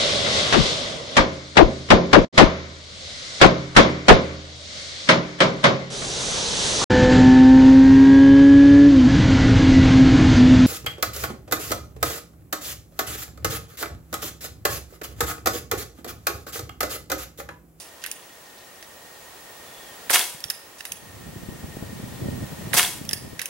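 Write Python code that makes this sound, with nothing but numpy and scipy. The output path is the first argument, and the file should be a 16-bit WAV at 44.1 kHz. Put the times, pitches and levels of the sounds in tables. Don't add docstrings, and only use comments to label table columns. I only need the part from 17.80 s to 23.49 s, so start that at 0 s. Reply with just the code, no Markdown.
import sys
import numpy as np
from scipy import signal
from scipy.fft import rfft, irfft
from scipy.io import wavfile
from scipy.ndimage import uniform_filter1d, minimum_filter1d

SR = 44100
rng = np.random.default_rng(int(sys.argv[2]) if len(sys.argv) > 2 else 0)


def to_wav(sig):
    pcm = np.clip(np.atleast_2d(sig), -1, 1) * 32767
    pcm = np.round(pcm).astype(np.int16)
    wavfile.write(sys.argv[1], SR, pcm.T)


N = 250929
TIME = np.arange(N) / SR
HIT_TIME = TIME[:4096]


def undb(db):
    return 10 ** (np.asarray(db) / 20)


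def unit(x):
    return x / np.sqrt(np.mean(x ** 2))


def sized(x, db):
    return x * undb(db) * np.sqrt(SR / 100 / np.sum(x ** 2))


def ramp(t, start_s, length_s):
    return np.clip((t - start_s) / length_s, 0, 1)


def bump(t, centre_s, width_s):
    return np.exp(-((t - centre_s) / width_s) ** 2)


def colour(x, points):
    size = 4096
    hz, db = np.transpose(points)
    log_hz = np.log(np.fft.rfftfreq(size, 1 / SR) + 1)
    log_gain = np.log(undb(np.interp(log_hz, np.log(hz), db)))
    cepstrum = irfft(log_gain)
    cepstrum[1:size // 2] *= 2
    cepstrum[size // 2 + 1:] = 0
    response = irfft(np.exp(rfft(cepstrum)))
    return signal.fftconvolve(x, response[None], axes=-1)[:, :x.shape[-1]]


def resonate(x, hz, width_hz):
    return signal.lfilter(*signal.iirpeak(hz, hz / width_hz, fs=SR), x)


def ring(x, hz, width_hz, db):
    once = resonate(x, hz, width_hz)
    return sized(resonate(once, hz, width_hz), db)


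def dull(x, hz, order=1):
    return signal.sosfilt(signal.butter(order, min(hz, SR / 2 - 1), fs=SR, output="sos"), x)


def noise(likeness, size=N):
    mid, side = rng.standard_normal((2, size))
    c = np.clip(likeness, 0, 1)
    mid = mid * np.sqrt((1 + c) / 2)
    side = side * np.sqrt((1 - c) / 2)
    return np.array([mid + side, mid - side])


def burst(decay_s, likeness):
    return noise(likeness, size=len(HIT_TIME)) * np.exp(-HIT_TIME / max(decay_s, 1 / SR))


def click(decay_s, likeness):
    return burst(decay_s, likeness) * (1 - np.exp(-HIT_TIME / 0.00068))


def widen(x, points):
    mid = (x[0] + x[1]) / 2
    side = colour((x[:1] - x[1:]) / 2, points)[0]
    return np.array([mid + side, mid - side])


def add(out, s, x, pan_db=0):
    i = int(s * SR)
    out[:, i:i + x.shape[1]] += x[:, :N - i] * undb([[pan_db / 2], [-pan_db / 2]])


# pop_s, level_db (scales fronts and echoes), hammer_lead_s
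SHOTS = [(2.3053, -1, 0.0068), (4.9418, -1.5, .0075)]
# after_pop_s, energy_db, decay_s, dull_above_hz, left_minus_right_db
FRONTS = [(-.0023, -27.5, 0.00029, 14000, -4), (0, -23.5, 0.00025, 4000, -12),
          (.0082, -26, 0.00032, 8000, 2), (0.0882, -18, 0.00096, 7000, 0)]
# frequency_hz, gain_db
BURST_COLOUR = [(40, -13), (200, -13.5), (500, -2.5), (1100, 3.5), (2500, -3), (7000, -4.5), (11000, 2.5),
                (15500, -2)]
# after_pop_s, energy_db, centre_hz
HOLLOWS = [(.031, -29, 2570), (.039, -38, 1340), (.0525, -17.5, 1630), (.051, -17.5, 2900),
           (.061, -29, 900), (.094, -27, 1900), (.102, -28.5, 915), (.105, -23.5, 3460)]
HOLLOW_WIDTH_HZ, HOLLOW_DECAY_S = 720, 0.004
HAMMER_HZ = 1640


def shots(echo):
    out = np.zeros((2, N))
    thud = ring(signal.unit_impulse(len(HIT_TIME))[None], 384, 430, 0)
    arrivals = [(0.0026, echo, 0)]
    for s, db, decay, hz, pan in FRONTS:
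        gas = colour(burst(decay, 1.0), BURST_COLOUR)
        arrivals.append((s, sized(dull(gas, hz), db) + undb(db - 27) * thud, pan))
    for s, db, hz in HOLLOWS:
        arrivals.append((s, ring(burst(HOLLOW_DECAY_S, 1.0), hz, HOLLOW_WIDTH_HZ, db), 0))
    for s, db, lead in SHOTS:
        add(out, s - lead - .003, sized(metal(burst(0.009, 0.31)), -35), pan_db=-18)
        add(out, s - lead, ring(burst(0.00052, 0.69), HAMMER_HZ, 810, -29.0), pan_db=-14.5)
        for delay, sound, pan in arrivals:
            add(out, s + delay, undb(db) * sound, pan)
    return out


# frequency_hz, gain_db
YARD_COLOUR = [(60, -22), (190, -21), (400, -1), (580, -8.5), (900, -3), (1400, 0.5), (2300, -0.5),
               (3400, 0), (4300, 0.5), (7300, 0), (9500, 3), (12000, -0.5), (15500, -5)]
# pitch_hz, width_hz, gain_db
YARD_RINGS = [(716, 20, 7.5), (867, 15, 7.5), (976, 28, 6), (1653, 11, 4), (2120, 33, 3), (2200, 23, 5.5),
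              (2640, 20, 0), (2670, 16, -11), (2870, 18, 6.5), (3290, 43, 6.5), (3560, 25, -6),
              (6250, 18, -1), (8660, 19, 4)]
NEAR_DB, NEAR_T60_S = -20.5, 0.24
SWELL_DB, SWELL_PEAK_S, SWELL_WIDTH_S = -12.5, 0.044, 0.015
TAIL_DB, TAIL_ARRIVES_S, TAIL_RISE_S, TAIL_T60_S = -11, 0.021, 0.012, 0.48


def yard_echo():
    t = TIME[:SR]
    late = np.maximum(t - TAIL_ARRIVES_S, 0)
    near = undb(NEAR_DB - 60 * t / NEAR_T60_S)
    swell = undb(SWELL_DB) * bump(t, SWELL_PEAK_S, SWELL_WIDTH_S)
    tail = undb(TAIL_DB - 60 * late / TAIL_T60_S) * (1 - np.exp(-late / TAIL_RISE_S))
    facet_db = 2.5 * np.repeat(rng.standard_normal(SR), 24)[:SR]
    facets = unit(undb(facet_db))
    scatter = 0
    for envelope, likeness in [(near, .3), (swell, .85), (tail, .52)]:
        reflections = colour(noise(likeness, size=SR) * facets, YARD_COLOUR)
        scatter = scatter + envelope * unit(reflections)
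    scatter = widen(scatter, [(400, -21), (1200, -2.0), (4000, 2.0), (9000, 0.0), (13000, 8)])
    rings = sum(undb(db) * resonate(scatter.mean(0), hz, width) for hz, width, db in YARD_RINGS)
    return undb(-1.9) * scatter + undb(-2) * rings


# frequency_hz, width_hz, gain_db
METAL = [(2680, 300, 11.5), (3030, 510, 5), (3760, 400, 4.5), (4860, 950, 3.5), (5670, 2100, -4),
         (6940, 1400, -8.5), (8970, 1300, 2), (9700, 570, 3), (11400, 1000, -11), (12400, 780, -5),
         (14100, 1100, -28)]


def metal(x):
    return sum(undb(db) * resonate(x, hz, width) for hz, width, db in METAL)


# start_s, energy_db (scales the whole click), part
CLICKS = [(.2390, -30, "pawl"), (.2620, -29.5, "cylinder"), (0.3138, -27.5, "sear"), (1.026, -44, "pawl"),
          (2.604, -38, "spring"), (2.6395, -32.5, "lever"), (2.7005, -21.5, "trigger"),
          (2.7056, -35, "pawl"), (3.006, -36.5, "pawl"), (3.052, -30, "cylinder"), (3.1194, -27.5, "sear"),
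          (5.2512, -40, "spring"), (5.2905, -31.5, "lever"), (5.3104, -31.5, "cylinder"),
          (5.3311, -21, "trigger"), (5.5927, -29, "pawl"), (5.616, -27, "cylinder"), (5.6565, -28, "sear")]
# part, low_ring_hz, low_ring_db, high_ring_hz, high_ring_db, decay_s, frame_knock_db, treble_db,
# left_minus_right_db
PARTS = [("pawl", 2760, -6, 6100, -8.5, 0.0023, -2, -10.5, -11),
         ("cylinder", 3420, -9.5, 11200, -3.5, 0.00091, -5, -4.5, -7),
         ("sear", 2870, -7.5, 6320, -7, .0016, -17, 3, -8.5),
         ("spring", 4700, -13, 12000, -8, 0.0011, -17, -4, -4),
         ("lever", 3370, -1.5, 5440, 1.1, 0.0011, -10, -2.6, -11.5),
         ("trigger", 2100, -18, 5120, -2.1, 0.0021, -11.5, 1.5, -5)]
# start_s, energy_db, decay_s, centre_hz, width_hz
SCRAPES_AND_KNOCKS = [(0, -34, 0.041, 7460, 9300), (0.218, -40, 0.037, 5030, 7000),
                      (.249, -36, 0.0052, 1880, 1200), (2.984, -41, 0.024, 6960, 8140),
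                      (3.071, -40, 0.02, 10500, 4000), (5.606, -40.5, 0.0043, 1880, 900)]
FRAME_HZ = 1930


def action(echo):
    out = np.zeros((2, N))
    voices = {name: voice for name, *voice in PARTS}
    for s, db, part in CLICKS:
        low_hz, low_db, high_hz, high_db, decay, knock_db, treble_db, pan = voices[part]
        contact = click(decay, 0.72) + undb(-16.0) * burst(0.014, 0.58)
        body_colour = [(300, -22), (1500, -12.0), (4000, -6.5), (10000, treble_db)]
        body = sized(colour(metal(contact), body_colour), 0)
        low_ring = ring(click(decay, 0.26), low_hz, 750, low_db)
        high_ring = ring(click(decay, 0.18), high_hz, 530, high_db)
        knock = ring(contact, FRAME_HZ, 840, knock_db)
        add(out, s, undb(db) * (body + low_ring + high_ring + knock), pan)
    for s, db, decay, hz, width in SCRAPES_AND_KNOCKS:
        add(out, s, ring(metal(burst(decay, 0.73)), hz, width, db), pan_db=-9.5)
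    unit_echo = echo / np.sqrt(np.sum(echo ** 2) / 2)
    answer = signal.fftconvolve(out, unit_echo, axes=-1)[:, :N]
    return out + undb(-13.5) * answer


# frequency_hz, gain_db
WIND_COLOUR = [(15, -64), (25, -25.5), (76, -1.5), (114, 0), (223, -4), (557, -17.5), (719, -20),
               (823, -21), (900, -43), (1170, -48), (1980, -120)]
# start_s, energy_db (before stereo widening)
BUFFETS = [(2.544, -42), (2.652, -40.5), (3.489, -36), (3.686, -30.5), (3.967, -30), (4.024, -28),
           (4.239, -33.5), (4.458, -31), (4.484, -29), (4.636, -31.5), (5.212, -30.5), (5.33, -30.5),
           (5.53, -34.5)]
GUST_DB, GUST_START_S, GUST_RISE_S, GUST_END_S, GUST_FALL_S = -41.5, 3, 0.67, 5.686, 0.24
SURGE_DB, SURGE_S, SURGE_WIDTH_S = 8.5, 4.5, 0.11
EDDY_HZ, EDDY_DEPTH_DB = 33.8, 3.5
BUFFET_HZ, BUFFET_REF_DB, BUFFET_DB_PER_OCTAVE = 373, -27.5, 8.5


def wind():
    gust = ramp(TIME, GUST_START_S, GUST_RISE_S) * ramp(-TIME, -GUST_END_S, GUST_FALL_S)
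    gust_db = GUST_DB + SURGE_DB * bump(TIME, SURGE_S, SURGE_WIDTH_S)
    eddies = unit(dull(rng.standard_normal(N), EDDY_HZ, order=2))
    uneven = noise(0.64) * undb(EDDY_DEPTH_DB * eddies)
    flow = dull(colour(uneven, WIND_COLOUR), 670, order=2)
    out = unit(flow) * undb(gust_db) * gust
    for s, db in BUFFETS:
        cutoff_hz = BUFFET_HZ * 2 ** ((db - BUFFET_REF_DB) / BUFFET_DB_PER_OCTAVE)
        thump = resonate(burst(0.0045, 0.55), 206, 310)
        add(out, s, sized(dull(thump, cutoff_hz, order=2), db))
    return widen(out, [(60, 4), (110, 1), (200, 8.3), (400, 10.6), (900, 9.5)])


# start_s, length_s, pitch_hz (at the start), level_db (twice the envelope's peak)
WHISTLES = [(1.37, .1, 7150, -52), (1.86, 0.32, 3460, -49), (4.15, 0.45, 3600, -56)]
WHISTLE_SAG_PER_S = .5


def whistles():
    out = 0
    for s, length, hz, db in WHISTLES:
        progress = ramp(TIME, s, length)
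        pitch = hz * (1 - WHISTLE_SAG_PER_S * length * progress ** 3)
        envelope = np.sqrt(progress * (1 - progress))
        out = out + undb(db) * envelope * np.sin(2 * np.pi * np.cumsum(pitch) / SR)
    flutter = unit(dull(noise(0.58), 70, order=2))
    return out * unit(1 + 0.97 * flutter)


PIP_START_S, PIP_PERIOD_S, PIP_HZ, PIP_DB = .44, 0.086, 5730, -55


def pips(count=9):
    out = np.zeros((2, N))
    for k, chance in enumerate(rng.standard_normal(count)):
        pip = ring(click(.005, .6), PIP_HZ, 200, PIP_DB + 1.2 * chance)
        add(out, PIP_START_S + k * PIP_PERIOD_S, pip)
    return out


def chips(count=40):
    out = np.zeros((2, N))
    for when, pitch, strength in rng.random((count, 3)):
        pitch_hz = 2900 + 3700 * pitch ** 2
        add(out, 0.049 + 1.0 * when, ring(click(0.0042, 1.0), pitch_hz, 1100, -57 + 5 * strength))
    return out


# frequency_hz, gain_db
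AIR_COLOUR = [(25, -19.5), (60, -7), (120, -9), (290, -6), (540, -2), (950, -4), (1500, -7.5), (3100, -9),
              (5200, -11.5), (7500, -11), (11000, -12.5), (15500, -16.5)]
AIR_DB, WHINE_DB, TONES_DB = -46.5, -58, -59


def background():
    shared = dull(noise(0.72), 840)
    air = unit(colour(undb(-0.5) * shared + undb(-1.0) * noise(0.26), AIR_COLOUR))
    whine = unit(resonate(resonate(noise(0.86), 1850, 87), 1850, 87))
    lower_tone = np.sin(2 * np.pi * 15734.4 * TIME)
    upper_tone = np.sin(2 * np.pi * 15747.3 * TIME)
    tones = unit(lower_tone + .56 * upper_tone)
    return undb(AIR_DB) * air + undb(WHINE_DB) * whine + undb(TONES_DB) * tones


CEILING_DB, HOLD_S, RECOVERY_DB_PER_S = -12, 0.81, 3


def gain_control(x):
    power = uniform_filter1d(np.mean(x ** 2, axis=0), size=660)
    level_db = 10 * np.log10(power + 1e-12)
    allowed_db = np.where(TIME > 0, CEILING_DB - level_db, 0)
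    hold = int(HOLD_S * SR)
    held_db = minimum_filter1d(allowed_db, hold, origin=(hold - 1) // 2, mode="nearest")
    creep_db = RECOVERY_DB_PER_S * TIME
    return x * undb(np.minimum.accumulate(held_db - creep_db) + creep_db)


def scene():
    echo = yard_echo()
    return shots(echo) + action(echo) + wind() + whistles() + pips() + chips() + background()


# frequency_hz, side_gain_db
WIDTH = [(50, -8), (110, -3), (250, -5), (700, -1.5), (1500, 1.5), (4400, 1), (8000, 1.5), (11000, -4.5),
         (12500, -10.5), (15000, -22)]
TOP_HZ = 15900


def record(dry):
    stereo = widen(dry, WIDTH)
    rounded = np.tanh(gain_control(stereo))
    return signal.sosfilt(signal.ellip(10, .2, 80, TOP_HZ, fs=SR, output="sos"), rounded)


dry = scene()
out = record(dry)
to_wav(out)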